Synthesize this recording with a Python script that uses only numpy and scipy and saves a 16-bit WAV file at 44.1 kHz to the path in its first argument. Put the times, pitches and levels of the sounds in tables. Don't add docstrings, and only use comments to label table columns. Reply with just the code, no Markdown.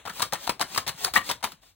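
import sys
import numpy as np
from scipy import signal
from scipy.fft import rfft, irfft, next_fast_len
from scipy.io import wavfile
from scipy.ndimage import map_coordinates

SR = 44100
rng = np.random.default_rng(int(sys.argv[2]) if len(sys.argv) > 2 else 0)


def materialize(psi):
    bounded = np.clip(np.atleast_2d(psi).T, -1, 1)
    quanta = np.round(bounded * 32767).astype(np.int16)
    wavfile.write(sys.argv[1], SR, quanta)


def rack_gain(trim_db):
    fader = np.asarray(trim_db, float)
    return 10 ** (fader / 20)


N = 77175

# (frequency [Hz], level [dB])
AIR_SPECTRUM = [(120, -21.5), (200, -4), (3900, -3.5), (4950, -23.5), (5940, -11), (11300, -16.5),
                (13100, -29), (13800, -13.5), (16000, -32)]
# (time [s], level [dB])
AIR_LEVEL = [(0, -52.5), (0.041, -58.5), (1.4, -67), (1.601, -69), (1.75, -82.5)]
# (frequency [Hz], level [dB])
RUMBLE_SPECTRUM = [(20, -10.5), (50, 11), (150, -9.5), (350, -24), (700, -34)]
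# (time [s], peak level [dB], edge crack re peak [dB], air pocket [Hz], flutter T60 [s])
CATCHES = [(0.052, -25.5, -16.5, 1100, 0.11), (0.061, -21, -22, 780, 0.037), (0.073, -19.5, -36, 1360, 0.1),
           (0.096, -21.5, -15.5, 1290, 0.079), (0.323, -15, -8.5, 1180, 0.024),
           (0.328, -12.5, -41, 660, 0.021), (0.334, -16, -10, 950, 0.071), (0.342, -20, -22, 1200, 0.13),
           (0.595, -18, -8, 950, 0.025), (0.604, -16, -14.5, 730, 0.095), (0.611, -12.5, 2.5, 1050, 0.034),
           (0.621, -11, -9.5, 1530, 0.036), (0.865, -19, -16, 824, 0.16), (0.8775, -19, -6, 1900, 0.064),
           (0.884, -22, -6, 1890, 0.07), (0.891, -12.5, -10.5, 1180, 0.037),
           (1.137, -17.5, -8.5, 1250, 0.2), (1.155, -16, 1, 915, 0.0226), (1.162, -1, -60, 1990, 0.042),
           (1.172, -5, -28, 1070, 0.038), (1.427, -22.5, -12, 820, 0.11), (1.437, -19, -32, 907, 0.049),
           (1.44, -10.5, -12, 990, 0.082), (1.45, -24.5, -10, 1180, 0.039)]
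# (time [s], peak level [dB], edge crack re peak [dB], air pocket [Hz],
# flutter T60 [s])
LANDINGS = [(0.193, -22, -9, 1100, 0.13), (0.203, -19, -19, 950, 0.018), (0.219, -21, 7.5, 1170, 0.062),
            (0.225, -10.5, -18, 1130, 0.048), (0.469, -23, -4, 2300, 0.049), (0.475, -12.5, -8, 760, 0.026),
            (0.492, -16, -7.5, 2500, 0.065), (0.493, -6, -11, 1050, 0.043), (0.745, -20.5, -9, 2360, 0.053),
            (0.76, -18, -23.5, 1150, 0.034), (0.776, -3.5, -6.5, 1225, 0.033), (0.8, -33, -23, 1180, 0.04),
            (1.044, -12, -3.5, 1290, 0.053), (1.048, -36, -1, 1260, 0.03), (1.061, -26, -21.5, 1240, 0.073),
            (1.068, -15.5, -27, 1030, 0.031), (1.078, -16, -24.5, 754, 0.031),
            (1.209, -26, -21, 2000, 0.054), (1.29, -15, -8, 2540, 0.058), (1.296, -12.5, -10, 920, 0.058),
            (1.312, -10, -9, 1540, 0.04), (1.405, -39.5, -8, 920, 0.036), (1.518, -33, -8.5, 1480, 0.077),
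            (1.632, -42, -19.5, 668, 0.044)]
# (frequency [Hz], level [dB])
CRACK_SPECTRUM = [(300, -30), (1500, 1), (2800, -2), (3900, 8), (5000, 8.5), (7500, -3), (11000, 3.5),
                  (15500, -13)]
# (frequency [Hz], level [dB])
DECK_SPECTRUM = [(150, -11), (450, -11.5), (700, -11), (1200, -8), (1900, -8.5), (2600, -10.5),
                 (4000, -13.5), (6000, -20)]
# (time [s], ring level [dB], ring [Hz], fizz level [dB])
SNAPS = [(0.0533, -29, 820, -39), (0.0750, -24, 1410, -41), (0.0813, -23, 1310, -45),
         (0.0970, -29, 1710, -33), (0.1575, -41, 3750, -31), (0.2040, -21, 3550, -25),
         (0.2049, -17, 1010, -41), (0.2197, -17, 1510, -18), (0.2229, -23, 3800, -10),
         (0.2249, -21, 3800, -15), (0.2259, -19, 1110, -18), (0.2329, -23, 1210, -29),
         (0.3287, -18, 810, -29), (0.3341, -15, 3950, -9), (0.3361, -17, 910, -31),
         (0.3413, -22, 3650, -35), (0.4764, -20, 910, -31), (0.4956, -12, 1210, -21),
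         (0.4994, -17, 1210, -24), (0.5954, -24, 3750, -29), (0.6059, -21, 810, -37),
         (0.6121, -13, 3800, -17), (0.6137, -17, 1110, -31), (0.6207, -22, 1410, -27),
         (0.7619, -20, 1110, -29), (0.7777, -16, 3100, -16), (0.7789, -12, 1240, -29),
         (0.7817, -17, 1240, -20), (0.8654, -26, 3750, -41), (0.8781, -9, 3800, -15),
         (0.8916, -18, 3800, -20), (1.0442, -19, 3800, -16), (1.0481, -19, 3800, -22),
         (1.0606, -22, 1210, -35), (1.0696, -22, 1060, -32), (1.1373, -21, 3850, -17),
         (1.1519, -30, 3850, -27), (1.1557, -17, 3550, -14), (1.1585, -10, 1110, -31),
         (1.1629, -8, 2250, -20), (1.1669, -13, 1910, -19), (1.2979, -13, 3800, -33),
         (1.2991, -19, 1010, -37), (1.3063, -22, 1210, -37), (1.3136, -12, 3700, -17),
         (1.4311, -27, 910, -28), (1.4385, -18, 910, -35), (1.4417, -17, 3800, -16),
         (1.4427, -17, 1310, -31), (1.5196, -32, 3800, -33)]
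# (frequency [Hz], level [dB])
FIZZ_SPECTRUM = [(1500, -25), (3500, -4), (7000, 0), (10000, 0), (12500, 0), (14500, 5), (16500, 5)]
# (time [s], level [dB], pitch [Hz])
THUDS = [(0.059, -36, 109), (0.101, -37.5, 150), (0.222, -30.5, 105), (.325, -28, 133), (0.498, -36.5, 95),
         (0.603, -65, 170), (0.634, -35, 136), (0.78, -32, 86), (.89, -32.5, 127), (0.944, -37.5, 120),
         (1.042, -41, 100), (1.111, -32, 55), (1.164, -29, 198), (1.315, -37.5, 102), (1.43, -54.5, 141),
         (1.529, -43, 150)]
# (start [s], end [s], level at end [dB], swell over the stroke [dB])
SLIDES = [
    (0.134, 0.234, -43.5, 8),
    (0.375, 0.449, -46, 10),
    (0.667, 0.771, -38.5, 17),
    (0.94, 1.043, -38, 20.5),
    (1.241, 1.299, -41.5, 7),
    (1.47, 1.542, -71, -15),
    (1.628, 1.694, -67.5, -4.5),
]
# (frequency [Hz], level [dB])
HISS_SPECTRUM = [(88, -53), (150, -3), (979, 1.5), (1720, -1.5), (3770, 3.5), (4760, 1.5), (11000, -5),
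                 (12400, 1), (16000, -2)]
# (frequency [Hz], level [dB], T60 [s])
KNOCK_MODES = [
    (1140, -5.5, 0.089),
    (1883, 4.5, 0.06),
]
# (frequency [Hz], T60 [s])
ROOM_T60 = [(150, 0.28), (1000, 0.17), (4000, 0.18), (12000, 0.15)]
# (frequency [Hz], level difference [dB])
LEFT_OVER_RIGHT = [(60, 2.5), (380, 2), (700, 11), (1300, 4.5), (2400, 2.5), (4400, 5), (8100, 2),
                   (11500, 0)]
# (frequency [Hz], phase [rad])
LEFT_LEADS = [(1400, 0), (2000, .9), (3600, -.4), (4800, 2.9), (5250, 3.4), (9400, 7.3), (11400, 9.42),
              (13700, 9.42), (14600, 12.57)]
# (frequency [Hz], correlation [0-1])
PORT_LIKENESS = [(150, .88), (450, .5), (1300, .8), (3000, .45), (4800, .94), (5300, .94), (7000, .5),
                 (11300, .9995), (16000, .9995)]


def unit(x):
    return x / np.sqrt(np.mean(x ** 2) + 1e-20)


def along(points, hz):
    f, value = np.transpose(points)
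    return np.interp(np.log(hz + 1), np.log(f + 1), value)


def filtered(x, response):
    size = next_fast_len(x.shape[-1] + 4096)
    spectrum = rfft(x, size) * response(np.fft.rfftfreq(size, 1 / SR))
    return irfft(spectrum, size)[..., :x.shape[-1]]


def tinted(points, size):
    white = rng.standard_normal((2, size))
    return unit(filtered(white, lambda hz: rack_gain(along(points, hz))))


def grainy(rate, depth_db, size):
    knots = rng.standard_normal(size // 8)
    return rack_gain(depth_db * map_coordinates(knots, [np.arange(size) * rate / SR], order=1))


def air():
    hush_db = np.interp(np.arange(N) / SR, *np.transpose(AIR_LEVEL))
    lumps = grainy(14, 3, size=N)
    tone = rack_gain(hush_db) * tinted(AIR_SPECTRUM, size=N)
    rumble_gain = rack_gain(-58 + 0.59 * (hush_db + 66.5)) * lumps
    return tone + rumble_gain * tinted(RUMBLE_SPECTRUM, size=N)


def slaps(rows, attack_s):
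    out, t = np.zeros((2, N + SR)), np.arange(SR // 6) / SR
    rise = (1 - np.exp(-t / attack_s)) ** 2
    pocket_q, crack_share = 6, 0.71
    for s, db, crack_db, hz, t60 in rows:
        flutter = rise * rack_gain(-60 * t / t60) * grainy(893, 5, size=len(t))
        crack = rise * rack_gain(-60 * t / (t60 * crack_share)) * grainy(1556, 5, size=len(t))

        tilt_db = 0.12 * (min(crack_db, -2) + 10)
        edge = [(f, g + tilt_db * np.log2(f / 4000)) for f, g in CRACK_SPECTRUM]

        def resonance(f):
            damping = 1j * f * hz / pocket_q
            return damping / (hz * hz - f * f + damping)

        pocket = filtered(flutter * rng.standard_normal((2, len(t))), resonance)
        pocket = pocket / np.abs(pocket).max(axis=1)[:, None]
        slap = rack_gain(-11.5) * pocket
        slap = slap + rack_gain(-13) * flutter * tinted(DECK_SPECTRUM, size=len(t))
        slap = slap + rack_gain(crack_db - 1.5) * crack * tinted(edge, size=len(t))
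        out[:, round(s * SR):][:, :len(t)] += rack_gain(db) * slap
    return out[:, :N]


def snaps():
    out, t = np.zeros((2, N + SR)), np.arange(SR // 40) / SR
    rise = 1 - np.exp(-t / 0.0002)
    cycles_to_60_db, fizz_t60 = 13, 0.007
    for s, db, hz, fizz_db in SNAPS:
        ring = rack_gain(db - 60 * t * hz / cycles_to_60_db) * np.sin(2 * np.pi * hz * t)
        ring = ring * [[1], [.2]]
        fizz = rack_gain(fizz_db - 60 * t / fizz_t60) * tinted(FIZZ_SPECTRUM, size=len(t))
        out[:, round(s * SR):][:, :len(t)] += rise * (ring + fizz)
    return out[:, :N]


def thuds():
    out, t = np.zeros(N + SR), np.arange(SR // 5) / SR
    t60, rise_s, sag_s = 0.056, 0.0059, 0.0043
    for s, db, hz in THUDS:
        cycles = hz * (t + 0.0035 * (1 - np.exp(-t / sag_s)))
        envelope = rack_gain(db + 3.5 - 60 * t / t60) * (1 - np.exp(-t / rise_s))
        out[round(s * SR):][:len(t)] += envelope * np.sin(2 * np.pi * cycles)
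    return out[:N]


def slides():
    t, stroke = np.arange(N) / SR, np.zeros(N)
    edge_s = 0.021
    for start, end, db, swell_db in SLIDES:
        swell = rack_gain(db + swell_db * np.clip((t - end) / (end - start), -2, 0))
        stroke += swell * np.clip(np.minimum(t - start, end - t) / edge_s + 1, 0, 1)
    grains = grainy(660, 3.6, size=N) * grainy(64.1, 1.2, size=N)
    return stroke * unit(grains * tinted(HISS_SPECTRUM, size=N))


def knock():
    out, t = np.zeros((2, N)), np.arange(SR // 8) / SR
    knock_s, knock_db = 1.161, -11
    rise = 1 - np.exp(-t / 0.00039)
    for hz, db, t60 in KNOCK_MODES:
        waver = np.cumsum(0.06 * rng.standard_normal((2, len(t))), axis=1)
        mode = np.sin(2 * np.pi * hz * t + waver)
        out[:, round(knock_s * SR):][:, :len(t)] += rack_gain(knock_db + db - 60 * t / t60) * rise * mode
    return out


def room(x):
    out, step = np.zeros((2, N + SR)), SR // 50
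    delay = 90
    for a in range(0, N, step):
        hz, t, z = signal.stft(rng.standard_normal((2, SR // 4)), SR, nperseg=128)
        decay = rack_gain(-60 * t / along(ROOM_T60, hz)[:, None])
        tail = signal.istft(z * decay, SR, nperseg=128)[1]
        wet = signal.fftconvolve(x[:, a:a + step], tail / np.linalg.norm(tail[0]), axes=1)
        out[:, a + delay:a + delay + wet.shape[1]] += wet
    return out[:, :N]


def ports(pair, top_alike):
    side = np.array([[.5], [-.5]])

    def strands(hz):
        limit = np.where(hz > 8000, top_alike, 1)
        turn = np.arccos(np.minimum(along(PORT_LIKENESS, hz), limit)) / 2
        return np.array([np.cos(turn), np.sin(turn)])

    def port_response(hz):
        lead = np.interp(hz, *np.transpose(LEFT_LEADS))
        return rack_gain(side * along(LEFT_OVER_RIGHT, hz)) * np.exp(1j * side * lead)

    same, apart = filtered(pair, strands)
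    return filtered(same + 2 * side * apart, port_response)


def scene():
    hits = slaps(CATCHES, attack_s=0.00075) + slaps(LANDINGS, attack_s=0.0011)
    hits = hits + knock() + snaps() + thuds() * [[1], [0]]
    rub = slides()
    far = rub + room(rack_gain(-10) * hits + rack_gain(8) * rub) + air()
    return ports(hits, top_alike=0.9) + ports(far, top_alike=1)


def low_pass(x):
    return signal.sosfilt(signal.butter(12, 16980, fs=SR, output="sos"), x)


def record(dry):
    def microphone(hz):
        bass_cut = (1j * hz / (46.4 + 1j * hz)) ** 3
        treble_shelf = rack_gain(-36 * (hz > 15850))
        return (hz < 16900) * treble_shelf * bass_cut

    mix = filtered(dry, microphone)
    return low_pass(mix)


dry = scene()
out = record(dry)
materialize(out)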